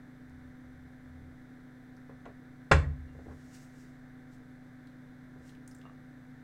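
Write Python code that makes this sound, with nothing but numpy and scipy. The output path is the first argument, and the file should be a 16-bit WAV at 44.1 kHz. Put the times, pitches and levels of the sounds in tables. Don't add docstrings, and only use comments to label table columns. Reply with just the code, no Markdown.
import sys
import numpy as np
from scipy import signal
from scipy.fft import irfft
from scipy.io import wavfile

SR = 44100
rng = np.random.default_rng(int(sys.argv[2]) if len(sys.argv) > 2 else 0)


def to_wav(s):
    ch = np.atleast_2d(s).T
    pcm = np.round(np.clip(ch, -1, 1) * 32767)
    wavfile.write(sys.argv[1], SR, pcm.astype(np.int16))


N = 283871
TIME = np.arange(N) / SR

# frequency in Hz, relative density in dB.
FAN_AIR = [(25, 5.5), (65, -2.5), (100, -4), (145, 2.5), (205, -3.5), (285, 3.5), (370, -6.5), (490, -5),
           (1100, -17), (1600, -7), (2050, -13.5), (2600, -27), (3050, -29), (3600, -24), (4700, -30.5),
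           (10000, -36), (16000, -38.5)]
# frequency in Hz, rms level in dB.
FAN_TONES = [(36.8, -74.5), (87.3, -71.5), (119.8, -62.5), (144.3, -60), (175.5, -69.5), (218, -79),
             (252.1, -53.5), (260.5, -68), (286, -68.5), (756.3, -74), (1561, -83), (1750, -76.5)]
# frequency in Hz, rms level in dB.
WHINE_TONES = [(1000, -82), (2000, -80.5), (3000, -99), (4000, -94), (5000, -97.5), (6000, -92.5),
               (8000, -97.5)]
# frequency in Hz, rms level of a harmonic there in dB.
BUZZ_CONTOUR = [(1000, -87), (1500, -80), (2100, -81), (2300, -87.5), (2500, -108), (3200, -108),
                (3550, -90), (3900, -101), (5000, -106)]
# start and length in seconds, held rms level in dB, pitch in Hz.
DRONE_SWELLS = [(.23, 0.34, -57, 79), (.59, 0.37, -58, 77), (1.02, 0.34, -53.5, 80.5)]
# start in seconds, level in dB, centre frequency in Hz.
LIP_TICKS = [(0.296, -68.5, 6530), (1.9662, -66, 5500), (4.872, -61.5, 4100), (5.4926, -57.5, 3870),
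             (5.55, -59.5, 2900), (5.6768, -50.5, 8200), (5.712, -57, 5500), (5.7483, -57, 8240),
             (5.764, -66, 7500), (5.785, -65, 7500), (5.8147, -59, 2940)]
# ratio to its centre frequency, relative density in dB.
TICK_SPECTRUM = [(.25, -27), (.55, -13), (1, 2), (1.4, -15), (2, -12.5), (3, -26)]
# start in seconds, strength in dB, brightness in Hz, boom gain in dB.
DESK_BUMPS = [(2.095, -26.5, 690, -50), (2.114, -42, 403, -38.5), (2.2546, -35.5, 9100, -49),
              (2.2591, -22, 724, -41), (2.281, -26, 600, -50), (2.8329, -31, 300, -18),
              (3.148, -30.5, 446, -30.5), (3.189, -26, 512, -52), (3.260, -17, 300, -30),
              (3.284, -20.5, 480, -50), (3.309, -23.5, 595, -42), (5.359, -30, 420, -36),
              (5.405, -30, 415, -46)]
# frequency in Hz, relative level in dB, time to fall 60 dB in seconds.
RING_MODES = [(386, -29, .1), (436, -29, .17), (542, -27, .19), (716, -29, .12), (800, -25, .13),
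              (991, -30, .13), (1060, -23, .12), (1129, -33, .22), (1212, -30, .13), (1400, -20, .115),
              (1531, -30, .18), (1567, -26, .11), (1644, -23, .11), (1850, -30, .11), (2000, -24, .09),
              (2319, -30, .16), (2412, -33, .14), (2659, -35, .16), (2780, -33, .12), (3380, -40, .12),
              (3950, -42, .12), (5175, -43, .12), (6400, -49, .13), (7675, -52, .14)]
# frequency in Hz, relative level in dB, time to fall 60 dB in seconds.
DESK_MODES = [(47.4, -33, 0.96), (58, -19, 0.12), (72.66, -20.5, 0.75), (80.4, -22, 0.7),
              (96.4, -27.5, 0.67), (130.5, -33.5, 0.48), (140.5, -22.5, 0.582), (140.7, -14.5, 0.13),
              (156, -19, 0.25), (282.5, -27, 0.13)]
# frequency in Hz, relative density in dB.
CRACK_SPECTRUM = [(150, -1), (300, 3), (520, 5.5), (900, -1), (1600, 1.5), (2400, -2.5), (3200, -11.5),
                  (4100, -11.5), (4700, -21.5), (7500, -18), (10500, -35), (16000, -55)]
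# start in seconds, strength in dB, brightness in Hz.
GLASS_CONTACTS = [(2.7122, 0, 900), (2.7146, 1, 12000), (2.7208, -6, 11000)]
# peak time in seconds, peak rms level in dB, rise and fall in seconds.
SHIRT_STROKES = [(3.53, -70, .26, .1), (3.55, -60, 0.022, 0.047), (3.625, -66, .03, 0.057),
                 (3.81, -69, 0.11, 0.094), (4.335, -71.5, .025, .04), (5.485, -67.5, 0.054, 0.043)]
# frequency in Hz, relative density in dB.
CLOTH_SPECTRUM = [(1200, -17.5), (2800, -2.5), (3400, -8), (5800, -0.5), (8200, -3.5), (10500, -13),
                  (16000, -15)]
# start in seconds, gain in dB.
HOLLOW_POPS = [(5.838, -59), (5.854, -47.5), (5.864, -48.5), (5.897, -51.5)]
# frequency in Hz, relative level in dB, time to fall 60 dB in seconds.
POP_MODES = [(616, 3, 0.01), (1200, 3, 0.024), (2800, -13.5, 0.044)]
# frequency in Hz, time to fall 60 dB in seconds.
ROOM_DECAY = [(150, 0.25), (500, 0.35), (1500, 0.33), (3000, 0.26), (7000, 0.25), (14000, 0.22)]


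def from_db(db):
    return 10 ** (np.asarray(db) / 20)


def rms_one(x):
    return x / np.sqrt(np.mean(x ** 2) + 1e-20)


def at_hz(points, hz):
    known_hz, values = np.transpose(points)
    return np.interp(np.log(np.maximum(hz, 1)), np.log(known_hz), values)


def noise(spectrum, size=N):
    hz = np.arange(size // 2 + 1) * SR / size
    phasors = np.exp(2j * np.pi * rng.random(len(hz)))
    return rms_one(irfft(phasors * from_db(at_hz(spectrum, hz)), size))


def drift(rate_hz):
    return rms_one(np.interp(TIME * rate_hz, np.arange(1024), rng.standard_normal(1024)))


def tone(hz, offset_cycles=0):
    return rms_one(np.sin(2 * np.pi * (hz * TIME + offset_cycles)))


def decay(t60):
    return np.exp(-np.log(1000) * TIME[:SR] / t60)


def swell(peak_s, rise_s, fall_s, roundness=1.3):
    distance = np.maximum((peak_s - TIME) / rise_s, (TIME - peak_s) / fall_s)
    return np.exp(-np.minimum(np.abs(distance) ** roundness, 20))


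def struck(modes):
    return sum((-1) ** k * from_db(db) * np.sin(2 * np.pi * hz * TIME[:SR]) * decay(t60)
               for k, (hz, db, t60) in enumerate(modes))


def soften(x, bright_hz):
    return signal.sosfilt(signal.butter(2, bright_hz, fs=SR, output="sos"), x + 1e-18)


def add(track, start_s, sound):
    start = round(start_s * SR)
    track[start:start + len(sound)] += sound[:N - start]


def room(x, wet_db, build_s):
    edges_hz = np.geomspace(200, 16000, 10)
    tail = np.zeros(SR)
    for low, high in zip(edges_hz, edges_hz[1:]):
        bandpass = signal.butter(2, [low, high], "band", fs=SR, output="sos")
        band = signal.sosfilt(bandpass, rng.standard_normal(SR))
        tail += band * decay(at_hz(ROOM_DECAY, np.sqrt(low * high)))
    tail *= 1 - np.exp(-(TIME[:SR] / build_s) ** 2)
    reverb = signal.fftconvolve(x, rms_one(tail) / np.sqrt(SR))[:N]
    return x + from_db(wet_db) * reverb


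def fan(air_db=-58.5, waver_db=0.3, wander_rad=0.2):
    out = from_db(air_db) * noise(FAN_AIR)
    for hz, db in FAN_TONES:
        phase = 2 * np.pi * (hz * TIME + rng.random()) + wander_rad * drift(rate_hz=2.46)
        gain = from_db(db + waver_db * drift(rate_hz=4.9))
        out += gain * rms_one(np.sin(phase))
    return out


def whine(buzz_hz=100):
    harmonics_hz = buzz_hz * np.arange(11, 45)
    buzz = [(hz, at_hz(BUZZ_CONTOUR, hz)) for hz in harmonics_hz if hz % 1000]
    return sum(from_db(db) * tone(hz, rng.random()) for hz, db in WHINE_TONES + buzz)


def drone(fade_s=0.084):
    out = np.zeros(N)
    for start_s, length_s, db, hz in DRONE_SWELLS:
        inside_s = np.minimum(TIME - start_s, start_s + length_s - TIME)
        fade = np.clip(inside_s / fade_s, 0, 1)
        out += from_db(db) * fade * tone(hz)
    return out


def lip_ticks(t60=0.03):
    out = np.zeros(N)
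    for start_s, db, centre_hz in LIP_TICKS:
        colour = [(ratio * centre_hz, level) for ratio, level in TICK_SPECTRUM]
        add(out, start_s, from_db(db) * noise(colour, size=SR) * decay(t60))
    return out


def crack(bright_hz, gain_db=-17, t60=0.076):
    burst = noise(CRACK_SPECTRUM, size=SR) * decay(t60)
    return from_db(gain_db) * soften(burst, bright_hz)


def bumps(ring_db=-5):
    knocks, rings = np.zeros(N), np.zeros(N)
    ring, boom = struck(RING_MODES), struck(DESK_MODES)
    for start_s, db, bright_hz, boom_db in DESK_BUMPS:
        add(knocks, start_s, from_db(db) * crack(bright_hz))
        add(rings, start_s, from_db(db + ring_db) * soften(ring, bright_hz))
        add(rings, start_s, from_db(boom_db) * boom)
    return room(knocks, wet_db=-9.0, build_s=0.0045) + rings


def glass(ring_db=2.0, boom_db=0.8):
    cracks = np.zeros(N)
    for start_s, db, bright_hz in GLASS_CONTACTS:
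        add(cracks, start_s, from_db(db) * crack(bright_hz))
    out = room(cracks, wet_db=-9.0, build_s=0.0072)
    land_s, slap_s = GLASS_CONTACTS[0][0], GLASS_CONTACTS[1][0]
    add(out, land_s, from_db(boom_db) * struck(DESK_MODES))
    add(out, slap_s, from_db(ring_db) * struck(RING_MODES))
    return out


def finger_slip(level_db=-78.5):
    return from_db(level_db) * swell(peak_s=3.1, rise_s=0.025, fall_s=0.06) * tone(hz=2783)


def shirt():
    power = sum((from_db(db) * swell(peak_s, rise_s, fall_s)) ** 2
                for peak_s, db, rise_s, fall_s in SHIRT_STROKES)
    return np.sqrt(power) * noise(CLOTH_SPECTRUM)


def pops():
    out = np.zeros(N)
    for start_s, db in HOLLOW_POPS:
        add(out, start_s, from_db(db) * struck(POP_MODES))
    return out


def scene():
    foley = glass() + bumps() + finger_slip() + shirt()
    ticks_and_pops = room(lip_ticks() + pops(), wet_db=-7.5, build_s=0.0038)
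    bed = fan() + whine() + drone()
    return (foley + ticks_and_pops + bed)[None]


def record(dry, cutoff_hz=15800):
    return signal.sosfilt(signal.ellip(12, 0.1, 80, cutoff_hz, fs=SR, output="sos"), dry)


dry = scene()
out = record(dry)
to_wav(out)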